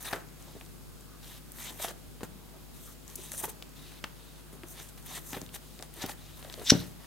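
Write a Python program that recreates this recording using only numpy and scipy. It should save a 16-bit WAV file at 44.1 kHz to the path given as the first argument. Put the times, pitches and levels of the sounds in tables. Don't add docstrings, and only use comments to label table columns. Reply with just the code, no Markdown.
import sys
import numpy as np
from scipy import signal
from scipy.fft import rfft, irfft, next_fast_len
from scipy.io import wavfile

SR = 44100
rng = np.random.default_rng(int(sys.argv[2]) if len(sys.argv) > 2 else 0)


def invert_db(x):
    u = np.asarray(x, float) / 20
    return 10 ** u


def file_out(sig):
    cols = np.atleast_2d(sig).T
    lim = np.clip(cols, -1, 1)
    pcm = np.round(lim * 32767).astype(np.int16)
    wavfile.write(sys.argv[1], SR, pcm)


N = 311390
SIDES = np.array([[1], [-1]])


def rms_one(x):
    return x / np.sqrt(np.mean(x ** 2) + 1e-20)


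def at_hz(points, hz):
    point_hz, value = np.transpose(points)
    return np.interp(np.log(hz), np.log(point_hz), value)


def drift(rate_hz):
    r = np.exp(-40 * np.pi * rate_hz / SR)
    slow = signal.lfilter([1], [1, -2 * r, r * r], rng.standard_normal(N // 20 + 2002))[2000:]
    return np.interp(np.arange(N) / 20, np.arange(len(slow)), rms_one(slow))


def resonate(x, hz, width_hz):
    r = np.exp(-np.pi * width_hz / SR)
    zeros = np.array([1, 0, -1]) * (1 - r * r) / 2
    poles = [1, -2 * r * np.cos(2 * np.pi * hz / SR), r * r]
    return signal.lfilter(zeros, poles, x)


def butter_filter(x, order, hz, kind):
    return signal.sosfilt(signal.butter(order, hz, kind, fs=SR, output="sos"), x)


def add(out, s, piece):
    i = round(s * SR)
    out[..., i:i + piece.shape[-1]] += piece[..., :N - i]


def room_tone():
    # centre_hz, density_db (per Hz)
    tone_curve = [(35, -23), (62, 10), (110, 10), (250, 5.5), (500, -2), (1000, -8), (1300, -6.5),
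                  (1700, -12.5), (2500, -12.5), (3700, -12), (5000, -13.5), (7000, -15.5), (11000, -15),
                  (16000, -17.5)]
    # centre_hz, likeness (-1 to 1)
    likeness = [(60, -0.69), (110, -0.57), (200, -0.15), (380, -0.1), (700, 0.0), (1290, 0.27),
                (2380, 0.25), (4400, 0.15), (6500, 0.15), (7200, 1), (15000, 0.95)]
    # multiple, left_db, right_db
    hum_partials = [(1, -51.5, -61), (2, -73, -69), (3, -57, -67), (5, -65.5, -76.5), (7, -70.5, -71.5),
                    (9, -75, -94)]
    mains_hz, level_db = 49.993, -54
    noise, edges_hz = 0, 32 * 2 ** np.arange(0, 9.2, 1 / 3)
    white = rng.standard_normal((2, 2, N))
    for k, (low, high) in enumerate(zip(edges_hz, edges_hz[1:])):
        mid, side = butter_filter(white[k % 2], 2, [low, high], "band")
        centre_hz = np.sqrt(low * high)
        alike = np.clip(at_hz(likeness, centre_hz), -1, 1)
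        wander_db = (0.5 + 12.0 / np.sqrt(low)) * drift(1.1)
        gain = invert_db(at_hz(tone_curve, centre_hz) + wander_db)
        noise = noise + gain * (np.sqrt(1 + alike) * mid + np.sqrt(1 - alike) * side * SIDES)
    phase = 2 * np.pi * mains_hz * np.arange(N) / SR
    hum = sum(np.sqrt(2) * invert_db([[left], [right]]) * np.cos(k * phase - 1) for k, left, right in hum_partials)
    return invert_db(level_db) * noise / np.std(noise.mean(axis=0)) + hum


def room_echo(x):
    t60_s, wall_cut_hz = 0.44, 3800
    size = next_fast_len(N + SR)
    w = 2 * np.pi * np.arange(size // 2 + 1) / size
    dull = 1 / (1 + 1j * w * SR / (2 * np.pi * wall_cut_hz))
    lags = rng.uniform(0.008, 0.035, (2, 8, 1)) * SR
    loops = invert_db(-60 * lags / SR / t60_s) * dull * np.exp(-1j * w * lags)
    echoes = np.sum(loops / (1 - loops), axis=1)
    return irfft(rfft(x, size) * echoes, size)[:, :N]


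def table_thuds():
    # start_s, peak_db
    pushes = [(0.129, -34), (.553, -44), (2.209, -48), (2.231, -34.5), (3.182, -58), (3.436, -42.5),
              (4.0398, -42.5), (4.531, -45.5), (4.632, -52), (5.333, -39), (5.368, -36.5), (5.417, -39.5),
              (5.428, -40.5), (5.799, -42.5), (6.04, -35.5), (6.594, -47), (6.715, -37), (6.72, -12.5),
              (6.7526, -26.5)]
    # pitch_hz, level_db, t60_s
    wood_modes = [(86, -11, 0.53), (112.5, -10.5, 0.77), (125, -1.5, 0.46), (160.2, -7.5, 1),
                  (179.3, -9.5, 0.87), (208.5, 6, 0.1), (276, -10.5, 0.29), (322, -12.5, 0.24),
                  (380, -18, 0.16), (444, -15.5, .15), (533, -9, 0.2), (595, 1, 0.26), (613, -17, 0.5),
                  (756, -17, .15)]
    out, t = np.zeros((2, N)), np.arange(18000) / SR
    push = np.sin(np.pi * np.clip(t / 0.0018, 0, 1)) ** 2
    jolt = resonate(push, 250, 154)
    jolt = jolt / np.abs(jolt).max()
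    rings = []
    for hz, level_db, t60_s in wood_modes:
        fading = invert_db(level_db - 60 * t / (0.67 * min(t60_s, 0.7)))
        rings.append(fading * np.cos(2 * np.pi * hz * t))
    rings = signal.fftconvolve(rings, push[None, :400] / push.sum(), axes=1)[:, :len(t)]
    for (s, db), chance in zip(pushes, rng.standard_normal((len(pushes), 2, len(wood_modes)))):
        strength = invert_db(1.5 * chance[0] + 1.5 * chance[1] * SIDES)
        add(out, s, invert_db(db) * (jolt + 0.28 * strength @ rings))
    return out


def finger_drags():
    # start_s, length_s, rms_db, centre_hz, width_hz
    drag_list = [(.125, 0.063, -46, 380, 129.6), (.19, .07, -59, 1320, 400), (.438, .095, -57.5, 497, 400),
                 (0.547, .032, -48, 397, 200), (1.049, .17, -62.5, 1200, 300),
                 (2.516, 0.065, -56.5, 450, 400), (2.857, 0.078, -58, 1250, 300),
                 (3.174, 0.028, -49, 365, 150), (4.512, 0.065, -56.5, 374, 200),
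                 (5.136, .045, -49, 1940, 150), (5.359, 0.028, -45, 380, 200), (5.79, 0.037, -50, 350, 150),
                 (5.954, .05, -51, 380, 150), (6.025, .04, -39.5, 290, 200), (6.43, 0.11, -56, 560, 250),
                 (6.569, 0.054, -45, 473, 200)]
    out = np.zeros(N)
    for (s, length_s, db, hz, width_hz), noise in zip(drag_list, rng.standard_normal((len(drag_list), 12000))):
        rub = rms_one(resonate(resonate(noise, hz, width_hz), hz, 2 * width_hz))
        swell = np.sqrt(np.hanning(round(length_s * SR)))
        add(out, s, invert_db(db) * rub[:len(swell)] * swell)
    return out


def blows(rows, damping):
    out, t = np.zeros(N), np.arange(2200) / SR
    for (s, db, hz), noise in zip(rows, rng.standard_normal((len(rows), 2200))):
        blow = (t == 0) + 0.13 * noise * np.exp(-t * hz / 4.74)
        blow = signal.lfilter([1], [1, -np.exp(-2 * np.pi * 0.67 * hz / SR)], blow)
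        ring = resonate(blow, hz, damping * hz) + 0.59 * resonate(blow, 1.1 * hz, 3.0 * hz)
        add(out, s + 0.00024, invert_db(db - 2.5) * ring / np.abs(ring).max())
    return out


def finger_knocks():
    # start_s, peak_db, centre_hz
    knock_list = [(0.076, -38, 1650), (0.13, -22.5, 850), (0.137, -26, 585), (0.61, -38, 694),
                  (1.704, -37, 401), (1.799, -30, 615), (1.846, -22.5, 810), (1.88, -31, 533),
                  (2.208, -31.5, 1250), (2.214, -32.5, 536), (2.232, -27, 533), (3.319, -28, 1880),
                  (3.336, -36, 595), (3.414, -37, 719), (3.436, -28, 470), (3.443, -24.5, 846),
                  (3.479, -33, 413), (3.622, -38.5, 633), (4.6345, -34, 372), (4.8, -36.5, 437),
                  (5.33, -31.5, 397), (5.344, -31, 820), (5.3675, -27.5, 930), (5.414, -34.5, 1020),
                  (5.798, -36, 760), (5.824, -34, 710), (6.04, -23.5, 816), (6.094, -29.5, 820),
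                  (6.448, -34, 650), (6.6135, -31, 380)]
    # start_s, peak_db, centre_hz
    bump_list = [(.1328, -16.5, 1500), (.145, -29, 420), (.161, -32, 900), (.18, -36, 600),
                 (1.911, -35, 500), (3.4395, -24, 900), (3.449, -31, 1000), (4.0407, -16, 2100),
                 (5.3318, -25, 2200), (5.347, -31, 1500), (6.048, -29, 700), (6.427, -40, 700),
                 (6.499, -39, 700), (6.541, -36, 600), (6.7245, -14, 200)]
    return blows(knock_list, damping=0.18) + blows(bump_list, damping=0.55)


def edge_ticks():
    # start_s, peak_db, centre_hz
    tap_list = [(0.047, -36, 3540), (0.1281, -24, 2510), (0.1327, -24, 2220), (0.2867, -41, 3040),
                (0.611, -34, 2400), (1.2437, -40, 3570), (1.5853, -35, 2090), (1.7987, -35, 1300),
                (1.846, -32, 1400), (5.367, -37, 1500), (1.884, -27, 3490), (2.2079, -38, 2110),
                (2.2321, -32.5, 2000), (3.6241, -27.5, 2800), (4.0405, -27, 3200), (4.0426, -25, 1300),
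                (4.045, -31, 2400), (4.634, -33, 2000), (5.3315, -28, 3980), (5.463, -34, 3730),
                (5.7911, -31, 3800), (6.0206, -31, 3900), (6.0917, -31.5, 2520), (6.4265, -35, 2870),
                (6.447, -37, 3450), (6.4985, -30.5, 3200), (6.54, -27, 3200), (6.5964, -35, 3720)]
    # start_s, peak_db, centre_hz
    snap_list = [(0.0275, -27, 13500), (0.1544, -33, 11000), (2.232, -29, 7500), (5.548, -27.5, 7000),
                 (0.4244, -38, 5920), (0.65, -38, 5700), (.662, -41, 5000), (1.0084, -37, 8620),
                 (1.5189, -27.5, 12400), (3.0786, -31, 6100), (3.0992, -35, 6440), (3.1338, -38, 13200),
                 (3.1557, -22, 12000), (3.1588, -24, 11500), (3.318, -18.5, 9500), (3.4383, -20, 12200),
                 (3.454, -24, 11200), (3.692, -40, 10000), (4.6848, -35, 9880), (4.8888, -36, 6350),
                 (5.065, -33, 12000), (5.4152, -27, 6500), (5.8087, -37, 7640), (5.8249, -24, 5040),
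                 (5.9394, -31.5, 11300), (6.0615, -25, 13500), (6.127, -34, 10700), (6.5256, -28, 5130)]
    # start_s, peak_db, centre_hz
    extra_catches = [(1.706, -35, 9000), (3.125, -41, 2500), (3.339, -36, 2200), (3.346, -38, 1500),
                     (3.38, -26, 9200), (3.4, -29, 9000), (4.772, -38, 13000), (5.026, -38, 8000),
                     (5.061, -34, 13000), (5.164, -32, 12000), (5.491, -38, 2800), (6.031, -30, 3800),
                     (6.532, -34, 5000), (6.5405, -31, 6000)]
    crack_ms = 0.42
    catches = tap_list + snap_list + extra_catches
    out, t = np.zeros((2, N)), np.arange(900) / SR
    for (s, db, hz), noise in zip(catches, rng.standard_normal((len(catches), 2, 900))):
        noise = noise + 2.6 * (t == 0)
        fading = np.exp(-t * 1000 / crack_ms) + 0.13 * np.exp(-t / 0.005)
        crack = (noise[0] + 0.35 * noise[1] * SIDES) * fading
        crack = resonate(crack, hz, 0.56 * hz) + 0.2 * hz / 9000 * np.diff(crack, prepend=0)
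        crack = butter_filter(crack, 2, 0.39 * hz, "high")
        add(out, s + 0.0006, invert_db(db + 1.6) * crack / np.abs(crack).max())
    return out


def scuffs():
    # start_s, length_s, rms_db, centre_hz, width_hz
    scuff_list = [(.052, .047, -44.5, 3700, 500), (.075, .022, -49, 1700, 600),
                  (.145, .045, -48, 1200, 700), (.11, .02, -49, 1000, 800), (1.58, .125, -53, 2100, 700),
                  (1.6, .11, -51, 6900, 2000), (1.65, .058, -49, 3400, 900), (1.81, .05, -48, 5800, 1500),
                  (1.82, .045, -48, 3600, 700), (1.81, .05, -49, 12500, 2000), (1.88, .04, -50, 1500, 800),
                  (3.32, .04, -49, 8500, 1500), (3.367, .052, -42.5, 9000, 1300),
                  (3.38, .04, -46, 13500, 2500), (3.435, .025, -41, 12500, 2000),
                  (3.485, .025, -50, 10000, 4000), (4.79, .025, -52, 6200, 1500),
                  (5.07, .06, -53, 6200, 1000), (5.14, .045, -48, 8500, 2000), (5.13, .06, -50, 3000, 1200),
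                  (5.3, .035, -51, 7000, 2500), (5.33, .03, -49, 1800, 600), (5.34, .02, -49, 3800, 800),
                  (5.368, .02, -50, 1700, 600), (5.537, .03, -51, 6200, 1500),
                  (6.02, .013, -41, 6200, 1200), (6.005, .03, -46, 3900, 800),
                  (6.088, .012, -45, 4500, 3000), (6.108, .012, -46, 4000, 2000),
                  (6.06, .007, -45, 5500, 1000), (6.655, .05, -37, 3500, 600), (6.66, .04, -45, 5000, 900),
                  (6.635, .06, -49, 7200, 1500), (6.709, .01, -27, 3500, 1000), (6.73, .12, -49, 4000, 900)]
    out = np.zeros((2, N))
    for (s, length_s, db, hz, width_hz), noise in zip(scuff_list, rng.laplace(size=(len(scuff_list), 2, 7000))):
        clicks = noise * np.abs(noise)
        mid, side = resonate(resonate(clicks, hz, width_hz), hz, 2 * width_hz)
        swell = signal.windows.tukey(round(length_s * SR), 0.6)
        rub = (mid + 0.6 * hz / 10000 * side * SIDES) / np.std(mid)
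        add(out, s, invert_db(db) * rub[:, :len(swell)] * swell)
    return out


def grains(per_s, spread_db, modes, width, patchy_db, size=N):
    sizes = invert_db(spread_db * np.minimum(rng.exponential(1, (2, size)), 4)) * rng.choice([-1, 1], (2, size))
    clicks = sizes * (rng.random((2, size)) < per_s / SR)
    rung = np.zeros((2, size))
    for k, (hz, width_hz, db) in enumerate(modes):
        patches = invert_db(db + patchy_db * drift(10)[:size])
        rung += (-1) ** k * patches * resonate(clicks, hz, width_hz)
    mid, side = rung
    return (mid + width * side * SIDES) / np.std(mid)


def deck_slap():
    # time_s, level_db
    rush = [
        (6.65, -49),
        (6.695, -30),
        (6.6991, -15),
        (6.7023, -12),
        (6.7049, -5),
        (6.7065, -15.5),
        (6.71, -24),
        (6.732, -39),
        (6.86, -61),
    ]
    # centre_hz, width_hz, level_db
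    slap_modes = [(1820, 730, -8), (2860, 490, -5), (3700, 600, -2), (5170, 650, 1), (5920, 400, 4),
                  (7770, 600, -7.5), (10700, 500, -7)]
    s, db = np.transpose(rush)
    out, t = np.zeros((2, N)), np.arange(s[0], s[-1], 1 / SR)
    edges = grains(30000, 0.74, slap_modes, width=0.089, patchy_db=0.8, size=len(t))
    edges[1] = np.roll(edges[1], shift=1)
    edges = butter_filter(edges, 2, [900, 8500], "band")
    add(out, s[0], invert_db(np.interp(t, s, db)) * edges)
    return out


def strokes(rows, attack_s=0, release_s=0, held=False):
    out = np.zeros((3, N))
    swing_db = np.array([[18.5], [24.5], [18]])
    for s, length_s, rasp_db, body_db, hiss_db in rows:
        corners_s = np.cumsum([0, attack_s or length_s, held * length_s, release_s or length_s])
        speed = np.interp(np.arange(0, corners_s[-1], 1 / SR), corners_s, [0, 1, 1, 0])
        full_db = rasp_db + np.array([[body_db], [0], [hiss_db]])
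        power = invert_db(full_db + swing_db * (speed - 1)) ** 2
        add(out, s - attack_s, power * np.minimum(10 * speed, 1))
    return out


def card_slides():
    # start_s, length_s, rasp_db, body_db (above rasp), hiss_db (above rasp)
    pull_list = [(6.9, .15, -60.5, 2, -2), (1.56, 0.14, -48, -4, -2), (3.455, 0.042, -53, -0.5, 8.5),
                 (1.76, 0.043, -48.5, 0, 1), (5.19, 0.132, -56.5, 0, 12.5), (4.7, 0.1, -48.5, -3, -2.5),
                 (5.03, 0.15, -45, -4, 1.5), (5.29, 0.054, -51, 3, 0), (1.49, .08, -64.5, 7, 12),
                 (5.93, 0.096, -43.5, -2, -2.5), (6.05, 0.06, -47.5, 3.5, 4.5), (6.56, 0.15, -41, -12, -4)]
    rub_list = [(4.82, 0.075, -61.5, -2, 5.5), (.055, .03, -46, 0, 2), (.1, 0.032, -57, 9.5, 7),
                (1.59, 0.078, -52, -4, 4), (1.72, 0.057, -66.5, 6, 12), (1.815, .04, -44, -3, 4),
                (5.545, .018, -48, -3.5, 0), (.39, 0.19, -63.5, -1.5, -3), (1.23, 0.15, -56.5, -4, -0.5),
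                (1.865, 0.045, -50, -1, 1.5), (2.75, .18, -62.5, -4.5, 6.5), (3.08, 0.068, -65, 3.5, 8),
                (3.18, .125, -57, -4, 7), (3.32, 0.054, -59.5, -1, 14), (3.378, 0.034, -53, -3, 11),
                (3.435, .02, -51, 0, 12.5), (3.76, 0.23, -58.5, -5.5, -4.5), (4.16, 0.24, -63, -7, -5),
                (4.68, 0.05, -72, -5, 19), (5.07, 0.086, -53, -5, -1), (5.62, 0.18, -65.5, -2, 1),
                (6.02, 0.045, -48.5, -2, -4), (6.18, .17, -60.5, -8, -5.5), (6.37, 0.28, -61, 2, 2)]
    skid_list = [(.008, 0.13, -54, 3, 8), (.136, 0.09, -52, 11, 2), (.6, .13, -66, -3, 7),
                 (2.236, 0.032, -55, 5, 2.5), (4.048, 0.066, -61, 9, -8), (5.828, 0.038, -54.5, 1, 3),
                 (4.53, .05, -60, 0, 5), (4.81, .06, -52, -5, -1), (4.978, 0.05, -54.5, -1, 1),
                 (5.35, 0.12, -50, -2, 2), (6.74, 0.22, -48, -1, -2)]
    # centre_hz, width_hz, level_db
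    body_modes = [(773, 630, 1), (1400, 410, 1.5), (1800, 450, 1.5)]
    rasp_modes = [(2480, 1160, -10), (3270, 540, -4), (3750, 350, -1.5), (5170, 3400, -12.5)]
    hiss_modes = [(6120, 750, -2), (8520, 1650, -1.5), (10090, 860, 0.5), (11200, 1200, -0.5),
                  (13300, 2300, 1), (14960, 3000, -5)]
    power = strokes(pull_list, release_s=0.032) + strokes(skid_list, attack_s=0.007)
    power = power + strokes(rub_list, attack_s=0.024, release_s=0.02, held=True)
    body_level, rasp_level, hiss_level = np.sqrt(power)
    slip = drift(54)
    body = body_level * invert_db(1.1 * slip + 1.5 * drift(26))
    body = body * grains(2500, 4.1, body_modes, width=0.23, patchy_db=1.0)
    rasp = rasp_level * invert_db(0.79 * slip + 0.85 * drift(36))
    rasp = rasp * grains(6000, 3.0, rasp_modes, width=0.28, patchy_db=1.5)
    hiss = hiss_level * invert_db(1.6 * slip + 0.89 * drift(20))
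    hiss = hiss * grains(12000, 3.5, hiss_modes, width=0.45, patchy_db=1.2)
    return body + rasp + hiss


def scene():
    fingers = finger_drags() + finger_knocks()
    cards = edge_ticks() + scuffs() + deck_slap() + card_slides()
    hands = (table_thuds() + fingers + cards) * invert_db(0.7 * SIDES)
    return room_tone() + invert_db(-20.5) * room_echo(hands.mean(axis=0)) + hands


def band_limit(x):
    return signal.sosfilt(signal.butter(12, 16460, fs=SR, output="sos"), x)


def record(dry):
    low_pass = signal.ellip(8, 0.5, 40, 15850, fs=SR, output="sos")
    cut = signal.sosfilt(low_pass, dry)
    cut = butter_filter(cut, 2, 35, "high")
    return band_limit(np.clip(cut, -1, 1))


dry = scene()
out = record(dry)
file_out(out)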